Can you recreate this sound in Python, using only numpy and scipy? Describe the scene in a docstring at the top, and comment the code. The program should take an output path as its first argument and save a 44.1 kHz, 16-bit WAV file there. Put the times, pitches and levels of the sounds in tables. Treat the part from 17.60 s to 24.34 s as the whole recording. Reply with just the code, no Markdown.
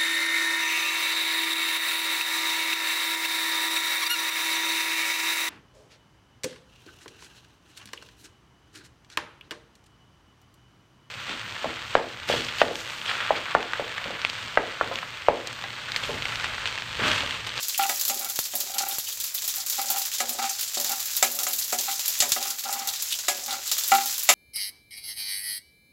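"""Green chillies and seeds fry in a little hot oil in a deep pan, in a small tiled kitchen.
Many tiny clicks with short echoes make a fine fizz; bursts of noise make separate pops.
Wet chillies squelch as noisy spurts through a resonance, and a few drops spit with a low thud.
A steel ladle knocks on the pan, grinds over the floor and makes the wall sing: dying tones, tapped
or fed by tiny slips. Filtered noise gives the low rush of the stove and the room."""
import sys
import numpy as np
from scipy import signal
from scipy.io import wavfile

SR = 44100
rng = np.random.default_rng(int(sys.argv[2]) if len(sys.argv) > 2 else 0)


def dump(signal):
    """Clip the signal to [-1, 1] and save it as 16-bit WAV at the path in sys.argv[1]."""
    limited = np.clip(np.atleast_2d(signal).T, -1, 1)
    pcm = np.round(limited * 32767).astype(np.int16)
    wavfile.write(sys.argv[1], SR, pcm)


N = 297234  # length in samples

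# The tones at which the pan can ring. Each row: pitch in Hz, time to die by 60 dB in s,
# relative level in dB when touched on the floor, relative level in dB when rubbed on the wall.
PAN_MODES = [(239.5, 0.44, -16, -31.5), (372.8, 0.39, -15, -34), (401, 0.029, -2, -53),
             (501, 0.23, -12.5, -45), (580, 0.18, -2, -45), (660, 0.028, -2, -48), (729, 0.14, 3, -17.5),
             (790.2, 0.18, -2.5, 0.5), (826, 0.034, -29, -12), (893.6, 0.045, -31, -20),
             (999, 0.19, -7, -31.5), (1128, 0.12, -8, -23), (1264, 0.074, 5.5, -12),
             (1375.5, 0.14, -5.5, -10.5), (1454, 0.049, 2, -18), (1669, 0.21, -4, -34),
             (1780, 0.088, -15, -29), (1994, 0.029, 13, -9.5), (2253, 0.058, 5, -13), (2780, 0.057, 6, -13),
             (3677, 0.028, 13, -15.5)]


def amp(db):
    """Turns decibels into a gain."""
    return 10 ** (np.asarray(db) / 20)


def evened(x):
    """Scales a sound to an rms of 1."""
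    return x / np.sqrt(np.mean(x ** 2) + 1e-20)


def struck(x, size=440):
    """Scales a blow so that its first 10 ms have an rms of 1."""
    return x / np.sqrt(np.mean(x[:size] ** 2) + 1e-20)


def add(mix, s, sound):
    """Mixes a sound in at time s, in seconds."""
    part = mix[max(round(s * SR), 0):][:len(sound)]
    part += sound[:len(part)]


def colour(x, points, size=2048):
    """Filters a sound to a spectrum without pre-echo; white noise keeps its power."""
    hz, db = np.transpose(points)
    bin_hz = abs(np.fft.fftfreq(size, 1 / SR))
    gain_db = np.interp(np.log(bin_hz + 1), np.log(hz), db)
    log_gain = np.log(amp(gain_db))
    # minimum phase: the filter responds as early as it can
    taps = np.fft.ifft(np.exp(np.conj(signal.hilbert(log_gain)))).real
    return signal.oaconvolve(x, taps / np.linalg.norm(taps))[:len(x)]


def two_bands(body, fine, split_hz=8200):
    """Joins the lower band of one sound to the upper band of another, in phase."""
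    low = signal.butter(2, split_hz, "low", fs=SR, output="sos")
    high = signal.butter(2, split_hz, "high", fs=SR, output="sos")
    # each filter runs twice, so that the two bands join in phase
    lower = signal.sosfilt(np.vstack([low, low]), body)
    upper = signal.sosfilt(np.vstack([high, high]), fine)
    return lower + upper


def grains(n, per_s, spread_db):
    """Makes random clicks of either sign, most of them small and a few large."""
    size = amp(spread_db * np.minimum(rng.exponential(1, n), 4))
    sign = rng.choice([-1., 1.], n)
    happens = rng.random(n) < per_s / SR
    return size * sign * happens


def burst(crack_s, echo_db, t60, size=9000):
    """A crack of noise, then its dense echoes from the pan wall and the tiles."""
    t = np.arange(size) / SR
    crack = rng.standard_normal(size) * np.exp(-t / crack_s)
    build_up = 1 - np.exp(-t / 0.00036)
    echoes = grains(size, 14000, 2.04) * amp(-60 * t / t60) * build_up
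    return crack / np.linalg.norm(crack) + amp(echo_db) * echoes / np.linalg.norm(echoes)


def ring(hz, t60, db, size=13000):
    """The sum of dying modes after one tap; they radiate almost nothing below their own pitch."""
    t = np.arange(size) / SR
    total = np.zeros(size)
    for f, life, level in zip(hz, t60, db):
        sign = rng.choice([-1, 1])
        total += sign * amp(level - 60 * t / life) * np.cos(2 * np.pi * f * t)
    total[0] *= .5  # a halved first sample keeps the bass low
    return total


def boil(at_s):
    """How hard the oil boils: levels of sizzle and fine fizz in dB at the given times."""
    # Each row: time in seconds, relative level in dB of the wet chillies' sizzle,
    # relative level in dB of the seeds' fine fizz.
    boil_levels = [(0.0, -32, -41), (0.15, -34, -41.5), (0.34, -33, -34.5), (0.49, -35, -38.5),
                   (1.05, -35, -40), (1.57, -35, -38.5), (2.25, -31, -35.5), (2.7, -33, -41.5),
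                   (3.62, -31, -34.5), (3.7, -34.5, -35), (4.52, -30.5, -36.5), (5.13, -36.5, -40.5),
                   (5.48, -32.5, -40.5), (6.01, -33, -42.5), (6.27, -28, -32.5), (6.74, -33.5, -39)]
    s, *levels = np.transpose(boil_levels)
    return [np.interp(at_s, s, level) for level in levels]


def fizz(tilt_db=3):
    """Countless tiny bubbles burst all over the oil, each place with its own echoes and brightness."""
    # Colour of the fizz. Each row: frequency in Hz, relative level in dB.
    fizz_spectrum = [(100, -54), (400, -28), (1000, -14.5), (2000, -8.5), (2800, -7), (3600, -1.5),
                     (5500, 1), (7500, 5), (8600, -7), (10000, -1), (12000, 3), (15500, 2.5)]
    bubbles = np.zeros(N)
    for bright in np.linspace(-1, 1, 14):
        tilt = [(2500, -tilt_db * bright), (6000, 0.0074), (12000, tilt_db * bright)]
        echoes = colour(burst(0.00021, 3.1, 0.13), tilt)
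        bubbles += signal.oaconvolve(grains(N, 45, 3.6), echoes)[:N]
    bubbles = evened(bubbles)
    body_db, fine_db = boil(np.arange(N) / SR)
    sizzle = amp(body_db + 5.0) * bubbles
    fine_fizz = amp(fine_db + 2.6) * bubbles
    return colour(two_bands(sizzle, fine_fizz), fizz_spectrum)


def burner():
    """The low steady rush of the stove and the room, as filtered noise."""
    # Colour of the rush. Each row: frequency in Hz, relative level in dB.
    rush_spectrum = [(20, -26), (45, -4), (60, 11), (78, -1.5), (102, 12.5), (135, -5), (200, 2),
                     (300, -2.5), (600, 4), (2000, -11)]
    return amp(-59) * colour(rng.standard_normal(N), rush_spectrum, size=8192)


def small_pops(per_s=12, fine_rise_db=20, body_rise_db=4, spread_db=5):
    """Small pops come by chance, one in each slot of time; their levels follow the boil."""
    slots = np.arange(0, N / SR, 1 / per_s)
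    late, fine, body = rng.random((len(slots), 3)).T
    s = slots + late / per_s
    body_db, fine_db = boil(s)
    fine_db = fine_db + fine_rise_db + spread_db * (fine - .5)
    body_db = body_db + body_rise_db + spread_db * (2 * body - 1)
    return list(zip(s, fine_db, body_db))


def pops(rise_s=0.00056):
    """Larger pockets of steam burst, each with a treble snap and a fuller puff below it."""
    # The loudest bursts of steam in the oil. Each row: start in seconds,
    # relative level of the treble in dB, relative level of the body below it in dB.
    loud_pops = [(0.0835, -14, -27.5), (0.1778, -9, -24), (0.2934, -13, -23.5), (0.412, -11, -22.5),
                 (0.4513, -11, -22.5), (0.48, -9.5, -22.5), (0.594, -14, -32), (0.6983, -14, -26),
                 (0.7901, -9.5, -22), (0.9535, -8.5, -27), (1.0042, -13, -24), (1.1829, -14, -17.5),
                 (1.2872, -13.5, -32), (1.3845, -12.5, -26), (1.6407, -12.5, -25.5), (1.7482, -12, -26),
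                 (1.8784, -10.5, -23), (2.0987, -11, -25.5), (2.3022, -7.5, -29), (2.383, -11, -33),
                 (2.4572, -14, -33), (2.693, -11.5, -24), (3.01, -12.5, -29), (3.1994, -12, -23),
                 (3.245, -14, -23.5), (3.318, -15, -24.5), (3.5665, -9.5, -25), (3.789, -13, -22),
                 (3.833, -11, -25.5), (3.9318, -10, -21.5), (3.9896, -11, -28), (4.1863, -13, -18.5),
                 (4.4803, -7.5, -21.5), (4.6028, -14, -11), (4.7192, -11, -13), (4.8265, -17, -23),
                 (4.904, -15, -23), (5.127, -13.5, -24), (5.2738, -13.5, -22.5), (5.4234, -12.5, -25.5),
                 (6.115, -10.5, -15), (6.1821, -12, -21.5), (6.4588, -14, -23.5), (6.634, -12, -34)]
    # Colour of the pops. Each row: frequency in Hz, relative level in dB.
    pop_spectrum = [(100, -40), (500, -14.5), (1200, -12), (2200, -9.5), (3800, 1), (6000, 3), (7400, 8),
                    (8600, -2), (10000, 2), (12000, 6), (15500, 3)]
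    fine, body = np.zeros((2, N))
    for s, fine_db, body_db in list(loud_pops) + small_pops():
        # the film snaps at once; the pocket behind it empties a little more slowly
        snap = burst(.0006, 3.5, .15)
        puff = burst(0.0018, 3.4, 0.14)
        puff = puff * (1 - np.exp(-np.arange(len(puff)) / SR / rise_s))
        add(fine, s, amp(fine_db - 10.7) * struck(snap))
        add(body, s, amp(body_db + 2.0) * struck(puff))
    return colour(two_bands(body, fine), pop_spectrum)


def squelch(hz, life_s=0.013):
    """A short spurt of steam rings a small wet cavity."""
    t = np.arange(3500) / SR
    onset = 1 - np.exp(-t / 0.00074)
    spurt = grains(len(t), 9000, 4.7) * np.exp(-t / life_s) * onset
    cavity = signal.iirpeak(hz, 4.5, SR)  # a broad resonance, Q of 4.5
    return struck(signal.lfilter(*cavity, np.diff(spurt, prepend=0)))


def squelches(count=110, small_db=-39):
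    """Wet chillies vent steam through cavities: big squelches, and many small ones by chance."""
    # The big squelches. Each row: start in seconds, pitch of the cavity in Hz, level in dB.
    big_squelches = [(0.143, 2760, -29), (.207, 3160, -31), (.233, 2800, -26.5), (1.185, 4260, -28),
                     (2.602, 6500, -27), (2.895, 6060, -26.5), (3.175, 4270, -29), (4.021, 5060, -31),
                     (5.287, 3900, -26.5), (5.523, 3300, -23.5), (5.539, 2800, -33), (5.907, 3660, -29)]
    out = np.zeros(N)
    for s, hz, db in big_squelches:
        add(out, s, amp(db) * squelch(hz))
    for when, pitch, size in rng.random((count, 3)):
        small = squelch(3000 + 4300 * pitch)
        add(out, when * N / SR, amp(small_db + 7 * size) * small)
    return out


def rubbed(modes, hold_s):
    """Tiny slips feed the modes; the steady push of the hand holds their strength."""
    sound = signal.oaconvolve(grains(N, 1500, 3.16), modes)[:N]
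    window = signal.windows.hann(int(hold_s * SR))
    power = abs(signal.oaconvolve(sound ** 2, window / window.sum(), "same"))
    return sound / np.sqrt(power + 1e-9)


def stroke(length_s, db, change_db=0, bite_db=0):
    """Strength of one stroke: quick attack, a hold that swells or fades, release as the ladle lifts."""
    attack_s, bite_s, release_db_per_s = .008, 0.021, 217
    t = np.arange(0, length_s + .25, 1 / SR)
    held_db = db + change_db * np.minimum(t / length_s, 1) + bite_db * np.exp(-t / bite_s)
    release_db = release_db_per_s * np.maximum(t - length_s, 0)
    return np.minimum(t / attack_s, 1) * amp(held_db - release_db)


def scrapes(dull_hz=640, catch_db=2.5, bite_db=10.5):
    """Strokes of the ladle grind over the oily floor or make the wall sing, with grit from the seeds."""
    # The ladle slides along the wall. Each row: start in seconds, length in seconds,
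    # relative level at the start in dB, change by the end in dB, rasp against the tone in dB before the mix.
    wall_slides = [(0.19, 0.078, -17, -13, -10.5), (0.492, 0.015, -38, -5, -9),
                   (0.605, 0.063, -41, -1.5, -1.5), (1.072, .165, -50, 17.5, -7),
                   (1.287, 0.049, -41, -3, -6), (1.967, .02, -44, -0.5, -7),
                   (2.18, 0.036, -28.5, -5.5, -8.5), (2.284, 0.093, -37.5, 4, -10.5),
                   (2.781, 0.068, -30, 2.5, -8.5), (3.287, 0.065, -32.5, -6, -6.5),
                   (3.784, 0.018, -35.5, -7, 0), (4.276, 0.016, -23, -8, -7.5), (4.81, 0.088, -42, 0, -2),
                   (5.049, 0.24, -33.5, -5.5, -7), (5.879, 0.069, -33.5, -2.5, -4),
                   (6.321, 0.097, -14.5, -15.5, -9.5)]
    # The ladle grinds over the floor. Each row: start in seconds, length in seconds, relative level in dB.
    floor_grinds = [(.497, 0.17, -42), (0.934, 0.39, -46), (2.185, 0.16, -46), (2.6, 0.16, -38),
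                    (3.178, 0.14, -40), (3.624, 0.27, -42), (4.12, 0.083, -41), (4.624, 0.051, -37.5),
                    (4.767, 0.056, -42), (5.04, 0.17, -47), (5.681, 0.31, -43.5)]
    # Colour of the seeds' grit. Each row: frequency in Hz, relative level in dB.
    grit_spectrum = [(80, -48), (300, -25), (700, -7), (1300, 9), (2200, 1.5), (3200, 6), (4500, 6.5),
                     (9000, -27)]
    hz, t60, floor_db, wall_db = np.transpose(PAN_MODES)
    # the chattering ladle locks on to the wall's strongest mode and its close neighbours
    locked = abs(hz - 790) < 110
    tone = rubbed(ring(hz[locked], t60[locked], wall_db[locked]), .028)
    rasp = rubbed(ring(hz[~locked], t60[~locked], wall_db[~locked]), 0.045)
    grit = evened(colour(grains(N, 1100, 5.2), grit_spectrum))
    rasp = rasp + amp(-3.5) * grit
    # the oil film softens the slips on the floor, so the high modes stay weak
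    soft_db = 10 * np.log10(1 + (hz / dull_hz) ** 6)
    floor = rubbed(ring(hz, t60, floor_db - soft_db), 0.046)
    # the ladle catches and slips unevenly, some twenty times a second
    catch_band = signal.butter(2, [14, 40], "band", fs=SR, output="sos")
    catch = signal.sosfilt(catch_band, rng.standard_normal(N))
    sing, scratch, grind = np.zeros((3, N))
    for s, length_s, db, change_db, rasp_db in wall_slides:
        add(sing, s, stroke(length_s, db, change_db))
        add(scratch, s, stroke(length_s, db + rasp_db, change_db))
    for s, length_s, db in floor_grinds:
        # on the floor the ladle bites harder at first
        add(grind, s, stroke(length_s, db, bite_db=bite_db))
    strokes = amp(-2.5) * sing * tone + scratch * rasp + amp(-6.5) * grind * floor
    return amp(catch_db * evened(catch)) * strokes


def knocks(contact_s=0.00053):
    """The ladle lands and chatters; food caught under it softens the blow and dulls the ring."""
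    # The ladle meets the pan. Each row: start in seconds, ring of the pan in dB,
    # relative clatter of the steel in dB, hardness as the top of the ring in Hz,
    # place from 0 (floor) to 1 (wall).
    ladle_hits = [(.296, -27, -31, 4000, 0.03), (.497, -31, -28.5, 3000, 0.84),
                  (.936, -40, -38, 800, 0.087), (2.603, -26, -29.5, 3380, 0.2), (3.172, -33.5, -35, 700, 0),
                  (3.626, -20.5, -19, 3500, 0), (3.867, -31.5, -29, 3000, 0.092),
                  (4.127, -28.5, -29.5, 890, 0.01), (4.622, -30.5, -25, 4000, 0.05),
                  (4.763, -29.5, -44, 1490, 0), (5.683, -22.5, -22.5, 3470, 0),
                  (6.3185, -14, -27, 3000, 0.85), (6.690, -18.5, -15.5, 4060, 0.021),
                  (6.699, -21.5, -23, 3970, 0)]
    # The tones of the ladle. Each row: pitch in Hz, time to die by 60 dB in s, relative level in dB.
    ladle_modes = [(4160, .08, -7), (4856, .07, -8), (5450, .04, -4), (6370, .06, -5), (6680, .06, -2),
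                   (6950, .06, -3), (7240, .05, 0), (7645, .07, 0), (10900, .04, -9)]
    # Colour of the clatter. Each row: frequency in Hz, relative level in dB.
    clatter_spectrum = [(40, -44), (120, -34), (300, -36), (600, 4.5), (1500, -2), (2300, 5), (4500, 1),
                        (6000, 1), (7400, 7.5), (8700, -8.5), (11500, 3), (15500, -9.5)]
    out = np.zeros(N)
    hz, t60, floor_db, wall_db = np.transpose(PAN_MODES)
    for s, ring_db, clatter_db, hard_hz, place in ladle_hits:
        blow = burst(0.0021, 5, 0.19)
        blow = blow * (1 - np.exp(-np.arange(len(blow)) / SR / contact_s))
        place_db = floor_db + place * (wall_db - floor_db)
        soft_db = 10 * np.log10(1 + (hz / hard_hz) ** 4)
        modes = ring(hz, t60, place_db - soft_db)
        # one clean tap, then the noisy chatter of the blow
        chatter = np.r_[1, amp(-7) * blow[1:] / np.linalg.norm(blow)]
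        pan = signal.fftconvolve(modes, chatter)
        ladle = signal.fftconvolve(ring(*np.transpose(ladle_modes)), burst(0.00023, -0.5, 0.052))
        add(out, s, amp(ring_db) * struck(pan))
        add(out, s, amp(clatter_db) * struck(ladle))
        add(out, s, amp(clatter_db + 0.9) * struck(colour(blow, clatter_spectrum)))
    return out


def spits(push_s=0.00022, thud_hz=105):
    """Drops of oil spit far out: a sharp push of pressure with a short low thud behind it."""
    # Each row: start in seconds, level of the push in dB, level of the thud against the push in dB.
    oil_drops = [(.790, -7.5, -29), (1.384, -17, -23), (4.6035, -26.5, -7.5), (4.719, -19, -14)]
    out, t = np.zeros(N), np.arange(4000) / SR
    push = (1 - t / push_s) * np.exp(-t / push_s)
    thud = np.sin(2 * np.pi * thud_hz * t) * np.exp(-t / 0.0037)
    for s, db, thud_db in oil_drops:
        add(out, s, amp(db) * (push - amp(thud_db) * thud))
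    return out


def scene():
    """Adds up all the sources in one channel, as heard from just above the stove."""
    frying = fizz() + pops() + squelches() + spits()
    stirring = knocks() + scrapes()
    return (frying + stirring + burner())[None]


def record(dry, edge_hz=15900):
    """The microphone's bass roll-off and the recorder's band limit."""
    bass_cut = signal.butter(2, 45, "high", fs=SR, output="sos")
    thin = signal.sosfilt(bass_cut, dry)
    treble_cut = signal.firwin(401, edge_hz, window=("kaiser", 9), fs=SR)
    return signal.oaconvolve(thin, treble_cut[None], "same")


dry = scene()
out = record(dry)
dump(out)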